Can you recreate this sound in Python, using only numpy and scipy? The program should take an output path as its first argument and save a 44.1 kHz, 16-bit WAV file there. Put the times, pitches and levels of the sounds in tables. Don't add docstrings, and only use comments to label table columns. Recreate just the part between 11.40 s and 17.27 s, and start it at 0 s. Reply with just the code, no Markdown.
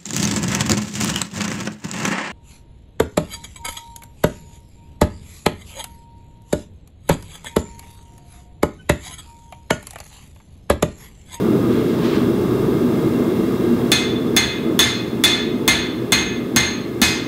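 import sys
import numpy as np
from scipy import signal
from scipy.fft import rfft, irfft, next_fast_len
from scipy.io import wavfile
from scipy.ndimage import uniform_filter1d, map_coordinates

SR = 44100
rng = np.random.default_rng(int(sys.argv[2]) if len(sys.argv) > 2 else 0)


def volts_from_db(level):
    exponent = np.asarray(level, float) / 20
    return 10 ** exponent


def wav_out(sig):
    wavfile.write(sys.argv[1], SR, np.round(np.clip(np.atleast_2d(sig).T, -1, 1) * 32767).astype(np.int16))


N = 258867


def along(points, hz):
    f, v = np.transpose(points)
    return np.interp(np.log(hz + 1), np.log(f + 1), v)


def curves(rows):
    s, *cols = np.transpose(rows)
    return [np.interp(np.arange(N) / SR, s, c) for c in cols]


def unit(x):
    return x / np.sqrt(np.mean(x ** 2) + 1e-20)


def wobble(rate):
    knots = rng.standard_normal(int(N * rate / SR) + 4)
    return map_coordinates(knots, [np.arange(N) * rate / SR])


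def filtered(x, db_of, causal=False):
    m = 2 * next_fast_len(len(x) // 2 + 4096)
    gain = volts_from_db(np.maximum(db_of(np.fft.rfftfreq(m, 1 / SR)), -120))
    if causal:
        cepstrum = irfft(np.log(gain), m)
        fold = np.r_[1, np.full(m // 2 - 1, 2.), 1, np.zeros(m // 2 - 1)]
        gain = np.exp(rfft(cepstrum * fold))
    return irfft(rfft(x, m) * gain, m)[:len(x)]


def rush(db_of, patchy_db):
    z = signal.stft(rng.standard_normal(N), nperseg=512)[2]
    field = uniform_filter1d(rng.standard_normal(z.shape), size=5, axis=0)
    field = uniform_filter1d(field, size=10, axis=1)
    patchy = signal.istft(z * volts_from_db(patchy_db * unit(field)), nperseg=512)[1][:N]
    return unit(filtered(patchy, db_of))


def burst(spectrum, t60, t):
    noise = filtered(rng.standard_normal(len(t)), lambda hz: along(spectrum, hz))
    return volts_from_db(-60 * t / t60) * unit(noise)


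def since_blows():
    return np.arange(N) / SR - np.array(BLOWS)[:, :1]


def ducking_db():
    attack_s = 0.09
    quick_db, quick_release_s = 9.5, 0.33
    pile_db, pile_release_s = 1.7, 2.2
    since = np.maximum(since_blows(), 0)
    caught = 1 - np.exp(-since / attack_s)
    quick = quick_db * np.max(caught * np.exp(-since / quick_release_s), axis=0)
    piled = pile_db * np.sum(caught * np.exp(-since / pile_release_s), axis=0)
    return np.hypot(quick, piled)


# frequency in Hz, level in dB per Hz.
FLAME_ROAR = [(13, -70), (22, -40), (38, -39), (86, -15.5), (118, -9.5), (202, -4.5), (237, -4.5),
              (421, -3), (544, -15), (809, -23.5), (858, -24.5), (1200, -20.5), (1440, -29), (1620, -35),
              (2500, -66.5), (3250, -73), (5500, -120)]
# frequency in Hz, level in dB per Hz.
GAS_HISS = [(880, -11), (1500, -7.5), (1640, -1.5), (1750, -6), (2160, -8), (2500, -11), (2700, -11.5),
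            (2980, -14.5), (3350, -11), (5630, -17.5), (11400, -20), (13200, -21.5), (15600, -17.5)]
# frequency in Hz, width in Hz, lift in dB.
TUBE_MODES = [(52.7, 10, 16.5), (76.7, 4.1, 9), (87, 13, 1.5), (122.8, 19.5, 9), (192.6, 46, 3.5),
              (241.1, 22, 9.5), (334.6, 62, 7), (443, 47, 1), (629.6, 26, 4.5), (872.6, 11, 10),
              (1243, 15, 7), (1610, 79, 3), (2120, 45, 11), (2747, 65, 10.5), (3330, 230, 6),
              (3750, 310, 5.5), (5070, 210, 4.5), (13500, 500, 6), (13100, 520, 6)]
# time in seconds, lift of the roar in dB.
FLAME_PUSH = [(0, 1), (.9, 0), (1.5, 0.4), (1.8, -0.2), (2.5, -1), (2.9, 2), (3.17, -3.5), (3.28, 2),
              (3.5, -2), (4.15, 0.5), (4.8, -0.5), (5.45, -1), (5.6, -0.5), (5.87, 0)]


def forge():
    roar_level_db, hiss_level_db = -16.5, -37.5
    roar_ducks = 0.99
    duck_db = ducking_db()

    def tube_db(hz):
        return sum(lift / (1 + (2 * (hz - c) / width) ** 2) for c, width, lift in TUBE_MODES)

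    roar = rush(lambda hz: along(FLAME_ROAR, hz) + tube_db(hz), patchy_db=0.5)
    hiss = rush(lambda hz: along(GAS_HISS, hz) + tube_db(hz), patchy_db=0.1)
    roar_db = roar_level_db + curves(FLAME_PUSH)[0] - roar_ducks * duck_db + 0.31 * wobble(11)
    hiss_db = hiss_level_db - duck_db + 0.097 * wobble(4.7)
    return volts_from_db(roar_db) * roar + volts_from_db(hiss_db) * hiss


# frequency in Hz, level in dB per Hz.
CLOTH_COLOUR = [(500, -27), (1000, 6), (2000, -1), (3500, -0.5), (5000, -9), (7500, -19), (9000, -24),
                (12000, -32)]
# start in seconds, hold in seconds, level in dB.
CLOTH_RUBS = [
    (0.33, 0.046, -38),
    (.52, 0.027, -45),
    (0.655, 0.11, -32),
]


def rustle():
    rise_db_s, fall_db_s = 220, 142
    t = np.arange(N) / SR
    rubs = np.zeros(N)
    for s, hold, db in CLOTH_RUBS:
        rise = rise_db_s * np.maximum(s - t, 0)
        fall = fall_db_s * np.maximum(t - s - hold, 0)
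        rubs += volts_from_db(db - rise - fall)
    return rubs * volts_from_db(0.8 * wobble(40)) * rush(lambda hz: along(CLOTH_COLOUR, hz), patchy_db=0.4)


# frequency in Hz, t60 in seconds.
SHOP_T60 = [(200, 0.84), (1000, 0.74), (3000, 0.7), (5000, 0.51), (9000, 0.36), (16000, 0.34)]


def shop(x):
    hz, t, z = signal.stft(rng.standard_normal(len(x)), SR, nperseg=256)
    tail = signal.istft(z * volts_from_db(-60 * t / along(SHOP_T60, hz)[:, None]), SR, nperseg=256)[1]
    fade_in = np.clip(np.arange(len(tail)) / SR / 0.0011, 0, 1)
    answer = signal.fftconvolve(x, tail * fade_in)[:len(x)]
    return answer * np.linalg.norm(x) / np.linalg.norm(answer)


def ring(modes_hz, modes, t):
    return sum(volts_from_db(db - 60 * t / t60) * np.sin(2 * np.pi * hz * t)
               for hz, (db, t60) in zip(modes_hz, modes))


# start in seconds, then levels in dB of the strike, anvil ring, hammer head ring
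BLOWS = [
    (2.5176, -7.5, -0.5, -8.5, -12),
    (2.9652, -6, -2.5, -4.5, -18),
    (3.3913, -4.5, -0.5, -5, -11),
    (3.8381, -4.5, 1, -10.5, -13.5),
    (4.2778, -4, -4, -5.5, -22),
    (4.7211, -4.5, -6, -6, -42),
    (5.1617, -5, -10, -4, -18),
    (5.6166, -4.5, -9, -7, -7),
]
STEEL_HZ = [
    [1675, 1741, 1990, 2092, 2526],
    [3200, 3342, 3487, 3792],
    [4208, 4582, 9170, 9640, 10140],
    [6466, 7450],
]
# level in dB, t60 in seconds.
STEEL_MODES = [
    [(-20, 0.22), (-9.5, 0.19), (-25.5, 0.39), (-3, 0.14), (-5.5, 0.15)],
    [(-54.5, 0.04), (-13.5, 0.11), (7, 0.058), (-12, 0.15)],
    [(-7, 0.1), (-22, 0.088), (-30, 0.12), (-21, 0.11), (-36, 0.048)],
    [(4, 0.072), (-34, 0.049)],
]
# frequency in Hz, level in dB per Hz.
FIRST_CONTACT = [(1200, -20), (3000, -3), (7000, 0), (12000, -2), (15500, -3), (17000, -12)]
CRACK = [(300, -20), (700, -4.5), (1200, -4), (1800, 1), (2900, -3.5), (3500, -0.4), (4400, 0),
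         (5000, -14.5), (6500, -8.5), (8000, -11), (12000, -19.5), (16500, -27)]
BAR_AND_TONGS = [(2500, -7.5), (5000, 7.5), (8000, 2.5), (12000, -6), (16000, -23)]
STAND_THUD = [(100, -31), (200, 21), (350, 9), (700, -14), (1300, -2), (2500, -74)]
FLOOR_BOOM = [(15, -18), (35, -9), (70, 13), (130, 8.5), (250, -6), (700, -70)]


def hammer():
    low_ring_db, upper_ring_db = -4, 2
    upper_follows = 0.26
    out = np.zeros(N + SR)
    t = np.arange(SR * 3 // 4) / SR
    click = filtered(1. * (t == 0), lambda hz: along(CRACK, hz), causal=True)
    click = click / np.linalg.norm(click)
    swell = 1 - np.exp(-t / 0.0025)
    for s, db, anvil_db, head_db, rattle_db in BLOWS:
        ring_db = low_ring_db, anvil_db, upper_ring_db + upper_follows * anvil_db, head_db
        families = [volts_from_db(g) * swell * ring(hz, m, t) for g, hz, m in zip(ring_db, STEEL_HZ, STEEL_MODES)]
        steel = volts_from_db(0.8) * sum(families) + volts_from_db(-2.5) * sum(shop(f) for f in families)
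        snap = volts_from_db(4) * burst(FIRST_CONTACT, 0.003, t)
        crack = volts_from_db(1.0) * burst(CRACK, 0.067, t)
        rattle = volts_from_db(rattle_db) * shop(burst(BAR_AND_TONGS, 0.081, t))
        stand = volts_from_db(3.5) * burst(STAND_THUD, 0.05, t) + volts_from_db(-23.0) * burst(FLOOR_BOOM, 0.83, t)
        walls = volts_from_db(20.0) * shop(click)
        blow = snap + swell * (crack + rattle + stand) + steel + walls
        out[round(s * SR):][:len(t)] += volts_from_db(db + 1.5) * blow
    return out[:N]


def scene():
    return (forge() + rustle() + hammer())[None]


def band_limit(x):
    return signal.sosfilt(signal.butter(12, 16830, fs=SR, output="sos"), x)


# frequency in Hz, gain in dB.
WIDE_RESPONSE = [(10, -12), (30, 0), (16000, 0), (16600, -6), (16800, -20), (16900, -70)]
# frequency in Hz, gain in dB.
TOP_EDGE = [(15700, 0), (15800, -25), (15900, -100)]


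def record(dry):
    since = since_blows()
    last = np.min(np.where(since >= 0, since, 9), axis=0)
    sag = 0.04 * np.exp(-last / 0.02)
    overshoot = 0.6 * volts_from_db(-1.6 * ducking_db()) * np.exp(-last / 0.0009)
    recovery = 0.25 * (1 - np.exp(-(last / 0.2) ** 2))
    top = 0.37 + sag + overshoot + recovery
    hardness = 10
    flat = dry[0] / (1 + np.abs(dry[0] / top) ** hardness) ** (1 / hardness)
    wide = filtered(flat, lambda hz: along(WIDE_RESPONSE, hz))
    narrow = filtered(wide, lambda hz: along(TOP_EDGE, hz))
    keep = np.sum(np.exp(-((since - 0.0005) / 0.002) ** 4), axis=0)
    mix = narrow + keep * (wide - narrow)
    return band_limit(mix[None])


dry = scene()
out = record(dry)
wav_out(out)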